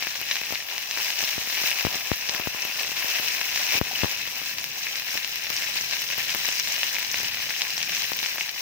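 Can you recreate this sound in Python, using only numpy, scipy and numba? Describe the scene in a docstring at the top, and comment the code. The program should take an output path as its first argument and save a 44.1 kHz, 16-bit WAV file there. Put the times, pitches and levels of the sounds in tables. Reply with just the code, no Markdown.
"""A dense, crackling sizzle, close up: wet leaves and spices fry in a little hot oil as a spatula stirs.
Steam bubbles burst by the thousand, in flurries, each a damped oscillation smeared by the pan's bowl.
Bigger bubbles pop and droplets spit, thin and high. Pressure steps thump dully, almost wholly at the
left port of a phone's microphone, and a faint rumble of flame and kitchen lies under it all."""
import sys
import numpy as np
from scipy import signal
from scipy.fft import rfft, irfft
from scipy.io import wavfile
from scipy.ndimage import uniform_filter1d
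from numba import njit

SR = 44100
rng = np.random.default_rng(int(sys.argv[2]) if len(sys.argv) > 2 else 0)


def dump(signal):
    """Clip the signal to [-1, 1] and save it as 16-bit WAV at the path in sys.argv[1]."""
    limited = np.clip(np.atleast_2d(signal).T, -1, 1)
    pcm = np.round(limited * 32767).astype(np.int16)
    wavfile.write(sys.argv[1], SR, pcm)


N = 379683

# Level difference between the ports, mostly louder on the left: frequency_hz, left_minus_right_db
PORT_BALANCE = [(60, -14), (110, 4), (200, -0.5), (380, 5), (700, 3), (1290, 3), (2380, 7.5), (4400, 3.5),
                (8120, -0.5), (15000, 7)]


def undb(db):
    """Decibels to amplitude ratio."""
    return 10 ** (np.asarray(db) / 20)


def level(x, db):
    """Scales a signal to an RMS level."""
    return x * undb(db) / np.sqrt(np.mean(x ** 2))


def over_time(rows):
    """Linear interpolation of (time_s, value) points at every sample."""
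    return np.interp(np.arange(N) / SR, *np.transpose(rows))


def over_pitch(rows, hz):
    """Interpolation of (frequency_hz, level_db) points on a log-frequency axis."""
    points_hz, db = np.transpose(rows)
    return np.interp(np.log(hz), np.log(points_hz), db)


def flicker(rate_hz):
    """Slow random modulation: Gaussian values, each held for 1 / rate_hz, smoothed twice."""
    hold = int(SR / rate_hz)
    steps = np.repeat(rng.standard_normal(N // hold + 1), hold)
    return uniform_filter1d(uniform_filter1d(steps, hold), hold)[:N]


def minimum_phase(db_at, size=4096):
    """Folding the cepstrum turns a dB response into a causal impulse response."""
    hz = np.maximum(np.arange(size // 2 + 1), 1) * SR / size
    cepstrum = irfft(db_at(hz) * np.log(10) / 20)
    cepstrum[1:size // 2] *= 2
    cepstrum[size // 2 + 1:] = 0
    return irfft(np.exp(rfft(cepstrum)))


@njit
def damped_sines(n, start_sample, cycles_per_sample, decay_cycles, amplitude):
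    """Superposed free oscillations, each falling to 1/e in its decay_cycles."""
    out = np.zeros(n)
    for k in range(len(start_sample)):
        pole = cycles_per_sample[k] * (2j * np.pi - 1 / decay_cycles[k])
        first = int(start_sample[k]) + 1
        end = first + int(6 * decay_cycles[k] / cycles_per_sample[k]) + 1
        phasor, step = amplitude[k] * np.exp(pole * (first - start_sample[k])), np.exp(pole)
        for j in range(max(first, 0), min(n, end)):
            out[j] += phasor.imag
            phasor *= step
    return out


def bursts(n, start_s, hz, cycles, amplitude, balance_db, lead_ms=0.05, spread_ms=0.043):
    """Path difference: bursts from scattered spots tend to reach the right port first."""
    lead_s = (lead_ms + spread_ms * rng.standard_normal(len(start_s))) / 1000
    left = damped_sines(n, start_s * SR, hz / SR, cycles, amplitude * undb(balance_db / 2))
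    right = damped_sines(n, (start_s - lead_s) * SR, hz / SR, cycles, amplitude * undb(-balance_db / 2))
    return np.array([left, right])


def bowl_scatter(x, tail_db, t60_s=0.065):
    """Scattering in the pan's bowl adds a short diffuse tail, different at each port."""
    t = np.arange(int(0.04 * SR)) / SR
    tail = rng.standard_normal((2, len(t))) * np.exp(-t * np.log(1000) / t60_s) * (t > 0.0003)
    tail /= np.linalg.norm(tail, axis=1, keepdims=True)
    return x + undb(tail_db) * signal.oaconvolve(x, tail, axes=1)[:, :x.shape[1]]


def port_responses():
    """Filters in series add in dB: pan, microphone and port give one impulse response a side."""
    # Colour of pan and microphone: frequency_hz, gain_db
    colour = [(120, -33), (200, -22), (440, -21), (560, -16.5), (980, -13), (1270, -17.5), (1750, -10.5),
              (2250, -4.5), (2950, -4), (3150, -7), (3350, -6.5), (3650, -6.5), (4000, -4), (4400, -6),
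              (5900, -2.5), (7600, -14), (9130, -15), (9820, -21), (11400, -11.5), (15000, -5.5),
              (15470, 2.5), (15560, -14), (15800, -11)]
    # Broad resonances of the bowl: centre_hz, width_hz, gain_db
    resonances = [(1706, 390, 4), (5290, 1400, 2)]

    def gain_db(f, side):
        peaks_db = sum(db / (1 + (2 * (f - hz) / width) ** 2) for hz, width, db in resonances)
        return over_pitch(colour, f) + peaks_db + side * over_pitch(PORT_BALANCE, f) / 2
    return np.array([minimum_phase(lambda f: gain_db(f, side)) for side in (1, -1)])


def rumble():
    """Flame and kitchen murmur as low-frequency noise, largely coherent between the ports."""
    # Spectral density of the murmur: frequency_hz, relative_db
    spectrum = [(24, -28), (55, -18), (85, -1), (150, 0), (240, -5), (420, -12), (545, -5), (700, -20),
                (1320, -60)]
    # Slow course of its loudness: time_s, relative_db
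    course = [(0.0, -62.5), (8.18, -57), (8.61, -72)]
    response = minimum_phase(lambda f: over_pitch(spectrum, f))
    common, left, right = (signal.oaconvolve(rng.standard_normal(N), response)[:N] for _ in range(3))
    murmur = np.array([common + 0.067 * left, common + 0.18 * right])
    return level(murmur * undb(2.5 * flicker(13)), 1.4) * undb(over_time(course))


def thumps(count=400, size=512):
    """Pressure steps at the left port leak away exponentially; the microphone's low cut swings them back."""
    # The strongest steps: start_s, relative_db, polarity (push +1, pull -1), leak_ms
    strong = [(0.0706, -10, -1, 0.13), (0.215, -15, -1, 0.19), (0.4153, -10, -1, 0.12),
              (0.5064, -8, -1, 0.096), (0.5245, -11.5, -1, 0.31), (0.5368, -13, -1, 0.15),
              (1.23, -8, -1, 0.11), (1.2392, -10, -1, 0.12), (1.3805, -11, 1, 0.49),
              (1.4742, -11, -1, 0.13), (1.6163, -14, -1, 0.15), (1.6398, -5.5, -1, 0.12),
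              (1.8503, -1.5, 1, 0.54), (1.8684, -4, -1, 0.45), (1.9436, -17, 1, 0.2),
              (1.9558, -9.5, 1, 0.21), (2.1165, -1, 1, 0.77), (2.2947, -8, -1, 0.12),
              (2.3487, -10, -1, 0.18), (2.3989, -7, -1, 0.27), (2.473, -5, -1, 0.42),
              (2.5474, -14, -1, 0.25), (2.6516, -12, -1, 0.14), (2.697, -16, -1, 0.15),
              (2.8926, -13, -1, 0.15), (2.9178, -9, -1, 0.11), (3.0453, -8, -1, 0.11),
              (3.1986, -7, -1, 0.13), (3.7527, -10.5, 1, 0.39), (3.7719, -16, 1, 0.2),
              (3.7769, -11, 1, 0.2), (3.7853, -15, -1, 0.15), (3.8137, -0.5, -1, 0.71),
              (4.0345, -3, 1, 0.94), (4.0448, -3.5, 1, 0.62), (4.0588, -13, -1, 0.28),
              (3.9336, -13, -1, 0.14), (4.2754, -14, -1, 0.15), (4.4168, -11, -1, 0.098),
              (5.1443, -13, -1, 0.13), (5.1545, -10, -1, 0.079), (5.1738, -9, -1, 0.074),
              (5.5042, -6, -1, 0.089), (5.7596, -11, -1, 0.12), (5.8111, -12, -1, 0.12),
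              (6.1816, -11, -1, 0.17), (6.3485, -5, -1, 0.06), (6.358, -7, -1, 0.1),
              (6.4845, -10, -1, 0.16), (6.4917, -14.5, -1, 0.13), (7.2028, -12, -1, 0.15),
              (7.2335, -16, -1, 0.22), (8.119, -2.5, -1, 0.11), (8.2288, -8, -1, 0.1)]
    when, strength, polarity = rng.random((count, 3)).T
    faint_db = -38 + np.minimum(-3.8 * np.log(1 - strength), 12)
    faint = np.transpose([when * (N - size) / SR, faint_db, polarity - 0.8, np.full(count, 0.3)])
    t_ms = np.arange(size) / SR * 1000
    steps = np.zeros(N + size)
    for start_s, db, push, leak_ms in np.vstack([strong, faint]):
        i = int(start_s * SR)
        # quick steps spring back, so they carry less bass
        rebound = np.clip(1.6 - 4.54 * leak_ms, 0, 1) * leak_ms / 1.5 * np.exp(-t_ms / 1.2)
        steps[i:i + size] += np.sign(push) * undb(db) * (np.exp(-t_ms / leak_ms) - rebound)
    dull = signal.sosfilt(signal.butter(2, 3200, fs=SR, output="sos"), steps[:N])
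    left = signal.sosfilt(signal.butter(3, 60, "high", fs=SR, output="sos"), dull)
    return left * undb([[0], [-32]])


def spits(count=900, top_hz=14700):
    """Spitting droplets tick: damped oscillations of a few cycles near the upper limit of hearing."""
    # The sharpest spits: start_s, relative_db
    strong = [(0.0697, -24), (0.214, -22), (0.3551, -27), (0.413, -30), (0.5062, -30), (0.5242, -23),
              (0.7776, -30), (0.9732, -27), (1.5748, -27), (2.3476, -23), (2.3974, -24), (2.6055, -26),
              (2.6504, -20), (3.043, -21), (3.0964, -30), (3.1976, -25), (3.8122, -32), (4.0582, -23),
              (4.119, -25), (4.6324, -28), (4.6423, -23), (4.996, -27), (5.1427, -26), (5.1746, -23),
              (5.2769, -24), (5.3577, -23), (5.5014, -22), (5.7583, -26), (6.02, -22), (6.1804, -22),
              (6.349, -16), (6.4835, -20), (6.7935, -29), (6.8508, -24), (6.984, -25), (6.9905, -23),
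              (7.1262, -22), (7.1681, -27), (7.2325, -24), (7.4245, -27), (7.889, -25), (8.1179, -22),
              (8.1683, -21), (8.2277, -27), (8.337, -30), (8.3484, -26), (8.3584, -23), (8.514, -29)]
    when, strength, pitch = rng.random((count, 3)).T
    faint_db = -42 + np.minimum(-3.5 * np.log(1 - strength), 9)
    start_s, db = np.vstack([strong, np.transpose([when * N / SR, faint_db])]).T
    hz = top_hz * (1 - 0.048 * rng.random(len(db)))
    ticks = bursts(N, start_s, hz, cycles=np.full(len(db), 3.0), amplitude=undb(db + 8), balance_db=12)
    thin = signal.sosfilt(signal.butter(4, 11000, "high", fs=SR, output="sos"), ticks)
    return bowl_scatter(thin, tail_db=-6, t60_s=0.03)


def pops(fry_db, count=750, size=1024):
    """A large bubble's skin tears with a crack and excites a damped oscillation at the bubble's pitch."""
    # The loudest bursts: start_s, peak_db, pitch_hz, decay_cycles
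    strong = [(0.025, -9.5, 1660, 0.2), (0.0706, -13.5, 1800.0, 0.34), (0.2144, -18, 3000, 0.18),
              (0.3113, -14, 3000, 0.6), (0.313, -10, 2900.0, 0.42), (0.3136, -9, 3970, 3.3),
              (0.3562, -9.5, 3000.0, 0.2), (0.3676, -10, 2700.0, 0.38), (0.4358, -15, 2600, 0.55),
              (0.525, -12, 1400.0, 0.15), (0.5494, -11, 4200.0, 1.2), (0.556, -12.5, 2500.0, 0.59),
              (0.7807, -9.5, 2900.0, 0.15), (0.9115, -8, 4300.0, 0.22), (0.9741, -9.5, 1370, 0.24),
              (1.1043, -9, 2800.0, 0.2), (1.1898, -10.5, 6000.0, 0.82), (1.207, -12, 2700.0, 0.82),
              (1.2378, -20.0, 5600.0, 0.65), (1.2391, -8, 4000.0, 0.2), (1.2846, -18, 2500.0, 0.2),
              (1.2905, -12.5, 3400.0, 0.94), (1.4995, -14, 2600.0, 0.35), (1.5758, -13, 1600.0, 0.22),
              (1.6757, -7, 3700.0, 0.52), (1.7149, -11.5, 2550, 1.2), (1.8092, -10.5, 2700.0, 0.18),
              (1.8684, -24, 1400.0, 0.27), (2.1164, -21, 1400.0, 0.25), (2.2897, -10, 3700.0, 0.15),
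              (2.2947, -5, 5400.0, 0.29), (2.3484, -12, 1500.0, 0.2), (2.3628, -17.0, 3500.0, 0.45),
              (2.6217, -11.5, 5700.0, 1.4), (2.6516, -16, 1600.0, 0.16), (2.8082, -18, 2400.0, 0.2),
              (2.8336, -16.0, 2800.0, 0.9), (3.1093, -15, 3500.0, 0.45), (3.1409, -14, 3100.0, 0.2),
              (3.1857, -15, 2400.0, 0.49), (3.4138, -6.0, 1900.0, 0.2), (3.5601, -7, 2500.0, 0.13),
              (3.708, -12, 2710, 1.1), (3.7416, -10.5, 2720, 0.65), (3.7656, -11, 3100.0, 0.2),
              (3.9115, -29.5, 760.0, 6.7), (3.953, -17, 2900, 1.0), (4.0089, -22, 2300.0, 0.65),
              (4.0185, -13, 2700.0, 0.9), (4.0342, -26, 1400.0, 0.27), (4.5843, -10.5, 5100.0, 0.14),
              (4.6423, -12, 2980, 0.2), (4.8686, -13.5, 2350, 1), (4.9573, -14, 3100.0, 0.2),
              (4.9981, -12, 6000.0, 0.18), (5.0213, -16, 2300.0, 0.24), (5.1549, -15, 1400.0, 0.19),
              (5.1757, -10, 6000.0, 0.2), (5.2468, -11, 6000.0, 0.2), (5.3587, -12, 3600.0, 0.18),
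              (5.5021, -10, 6000.0, 0.65), (5.5659, -11, 5600.0, 1.6), (5.6228, -10.5, 2600, 0.22),
              (5.8108, -11, 6000.0, 1.9), (5.9113, -10, 5400.0, 0.9), (5.9251, -13.5, 2600.0, 0.54),
              (5.9337, -12, 3000.0, 0.3), (5.943, -16, 2900.0, 0.2), (5.9682, -12.5, 2800.0, 0.3),
              (6.1012, -16, 2400.0, 0.2), (6.1032, -13.5, 1900.0, 0.2), (6.2948, -9.5, 3220, 0.78),
              (6.3038, -10, 5800.0, 0.66), (6.3488, -10.5, 1400.0, 0.16), (6.4555, -8, 6040, 1.5),
              (6.489, -9, 2680, 0.6), (6.5982, -5.5, 6000.0, 1.1), (6.5999, -13, 5900.0, 0.25),
              (6.6739, -12, 2200.0, 0.22), (6.7586, -23, 2400.0, 1.2), (6.7636, -11.0, 5200.0, 0.22),
              (6.7805, -16.5, 1800.0, 0.34), (6.8321, -4, 2840, 0.57), (6.9459, -10, 3800.0, 0.2),
              (6.9562, -14, 3200.0, 0.58), (6.9663, -13.5, 2350, 1.1), (6.985, -11, 2100.0, 0.3),
              (7.0482, -12, 5400.0, 0.2), (7.1436, -8.5, 2100.0, 0.25), (7.1832, -12, 6000.0, 1.7),
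              (7.284, -10, 5100.0, 0.45), (7.3456, -12, 2700.0, 0.2), (7.4254, -18, 2110, 0.65),
              (7.4957, -11, 3200.0, 0.2), (7.5063, -14, 2000.0, 0.56), (7.565, -14, 2800, 0.33),
              (7.6097, -12, 2600.0, 0.43), (7.619, -2, 3900, 0.5), (7.7796, -9, 2700.0, 0.12),
              (7.8046, -14, 3300.0, 0.52), (7.8163, -13, 3050, 1.2), (7.8289, -7.5, 5500.0, 0.85),
              (7.8945, -14, 2800.0, 0.45), (7.8962, -12, 2500.0, 0.18), (7.9308, -18, 2600, 1.1),
              (7.9488, -8, 5200, 0.5), (7.9682, -11.0, 2900.0, 0.16), (8.0215, -10, 4300.0, 0.26),
              (8.0444, -21, 2000.0, 0.82), (8.119, -23, 2260, 0.43), (8.1339, -10, 5000.0, 0.22),
              (8.2302, -12.5, 2400.0, 0.27), (8.249, -18, 2400.0, 0.72), (8.2607, -9.5, 2720, 0.37),
              (8.3592, -18, 900, 0.24), (8.3831, -12, 1400.0, 0.3), (8.4097, -9.5, 2570, 0.8),
              (8.4931, -11, 4500.0, 0.36)]
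    crack_hz, crack_cycles, crack_db = 5200, 0.4, -9
    onset_s = 0.0005
    when, strength, pitch, ring = rng.random((count, 4)).T
    at = size + when * (N - 2 * size)
    lesser_db = fry_db[at.astype(int)] + 10.5 + np.minimum(-2.6 * np.log(1 - strength), 5)
    lesser = np.transpose([at / SR, lesser_db, 1900 * 3.0 ** pitch, 0.13 + 0.4 * ring])
    bubbles = np.vstack([strong, lesser])
    balances_db = 5.2 + 4 * (rng.random(len(bubbles)) - 0.5)  # left minus right
    ports = port_responses()[:, :size]
    soften = signal.butter(2, 9500, fs=SR, output="sos")
    out = np.zeros((2, N + size))
    for (start_s, db, hz, cycles), balance_db in zip(bubbles, balances_db):
        modes = np.transpose([(hz, cycles, 1), (crack_hz, crack_cycles, undb(crack_db))])
        source_balance_db = balance_db - over_pitch(PORT_BALANCE, hz)
        burst = bursts(size, np.full(2, onset_s), *modes, source_balance_db, spread_ms=0.015)
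        smeared = signal.sosfilt(soften, bowl_scatter(burst, tail_db=-6))
        pop = signal.fftconvolve(smeared, ports, axes=1)[:, :size]
        i = int((start_s - onset_s) * SR)
        out[:, i:i + size] -= pop * undb(db) / np.abs(pop).max(axis=1).mean()
    return out[:, :N]


def stirring(start, stirred, settled):
    """Piecewise-linear course of a value as stirring builds up, stops, and the heap settles near the rim."""
    full_s, stop_s, settle_s = 1.3, 4.24, 0.97
    return over_time([(0, start), (full_s, stirred), (stop_s, stirred), (stop_s + settle_s, settled)])


def sizzle(fry_db, count=30000, spots=6):
    """Shot noise: countless steam bubbles burst at random, the smaller the higher, swelling in flurries."""
    # The bowl's main resonance surges with the spatula's strokes: time_s, gain_db
    ring_gain = [(0, -6), (.9, 3), (1.15, -1), (1.4, -12), (1.72, 5), (1.9, -1), (2.5, 5), (2.9, 2.5),
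                 (3.35, 3.5), (3.6, -0.5), (3.76, 3), (3.85, 1), (4.05, 1), (4.3, 1), (5, -0.5), (8.61, -7)]
    # Borders between big, medium, small and finest bubbles: pitch_hz
    borders = [1380, 3860, 9980]
    spread_db, flicker_db = [3.05, 4.2, 3.18, 1.64], [3.4, 0.19, 0.77, 0.9]  # big to finest
    low_hz, high_hz, ring_hz, ring_width_hz = 350, 17000, 2660, 105
    lead_ms = stirring(0.075, 0.08, 0.12)
    flurry_db = 0.3 * flicker(14) + 1.2 * flicker(40) + 0.41 * flicker(200)
    size_db = np.array([stirring(-3, 2.5, -4.5), np.zeros(N), stirring(1, 2.14, 2), stirring(-3.5, 0, -1.5)])
    size_db -= size_db.mean(axis=1, keepdims=True)
    size_db += np.array([db * flicker(22) for db in flicker_db])
    hiss = np.zeros((2, N))
    for _ in range(spots):
        when, pitch, strength, ring, side = rng.random((count, 5)).T
        at = (when * (N - 1)).astype(int)
        hz = low_hz * (high_hz / low_hz) ** pitch
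        kind = np.searchsorted(borders, hz)
        excess_db = np.minimum(-np.take(spread_db, kind) * np.log(1 - strength), 21)  # a few stand out
        amplitude = hz * undb(excess_db + flurry_db[at] + size_db[kind, at])
        cycles = 0.58 + 1.74 * ring ** 2
        bubbles = bursts(N, at / SR, hz, cycles, amplitude, balance_db=2 * side - 1, lead_ms=lead_ms[at])
        hiss += bowl_scatter(bubbles, tail_db=-1.5)
    hiss = signal.oaconvolve(hiss, port_responses(), axes=1)[:, :N]
    resonance = signal.lfilter(*signal.iirpeak(ring_hz, ring_hz / ring_width_hz, SR), hiss)
    return level(hiss + undb(over_time(ring_gain)) * resonance, 4.38) * undb(fry_db)


def scene():
    """The sources superpose; the sizzle and the lesser pops follow one loudness contour."""
    # Vigour of the frying: time_s, relative_db
    vigour = [(0.0, -33.0), (0.214, -34.5), (0.243, -36), (0.271, -35), (0.321, -32.0), (0.409, -36),
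              (0.463, -34), (0.489, -36), (0.519, -35), (0.664, -36), (0.894, -35), (1.02, -29),
              (1.137, -33.5), (1.253, -30.5), (1.421, -33.5), (1.672, -28.5), (1.88, -34), (1.956, -32),
              (2.019, -34.5), (2.127, -32.5), (2.247, -37), (2.355, -33.5), (2.452, -36), (2.778, -33),
              (3.291, -30.5), (3.398, -33.0), (3.72, -28.5), (3.789, -29), (3.797, -39.5), (3.86, -33.5),
              (3.9, -34), (4.075, -30.5), (4.324, -37), (4.382, -34.5), (4.731, -37.5), (4.763, -36),
              (4.845, -35.5), (4.955, -33.5), (5.047, -36), (5.16, -31.5), (5.198, -34.5), (5.38, -35.5),
              (5.623, -31), (5.741, -34.5), (5.775, -30.0), (5.861, -34.5), (5.933, -32), (6.076, -34.5),
              (6.114, -30), (6.158, -33.5), (6.192, -29.5), (6.268, -33.5), (6.306, -31.5), (6.495, -31.5),
              (6.577, -30.5), (6.761, -30.5), (7.074, -33), (7.184, -31.5), (7.319, -33), (7.495, -33),
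              (7.545, -35.0), (7.625, -32.5), (7.756, -33.5), (7.822, -35), (7.862, -34), (7.974, -30.5),
              (8.102, -35), (8.247, -33), (8.45, -35.5), (8.56, -38), (8.608, -33)]
    fry_db = over_time(vigour)
    return sizzle(fry_db) + pops(fry_db) + thumps() + spits() + rumble()


def record(dry):
    """Band limiting and soft saturation: the phone cuts the lowest bass, rounds peaks and cuts the top."""
    low_hz, top_hz, ceiling = 12, 15780, 0.9
    trimmed = signal.sosfilt(signal.butter(1, low_hz, "high", fs=SR, output="sos"), dry)
    rounded = trimmed / (1 + (trimmed / ceiling) ** 6) ** (1 / 6)
    return signal.sosfilt(signal.ellip(12, 0.2, 85, top_hz, fs=SR, output="sos"), rounded)


dry = scene()
out = record(dry)
dump(out)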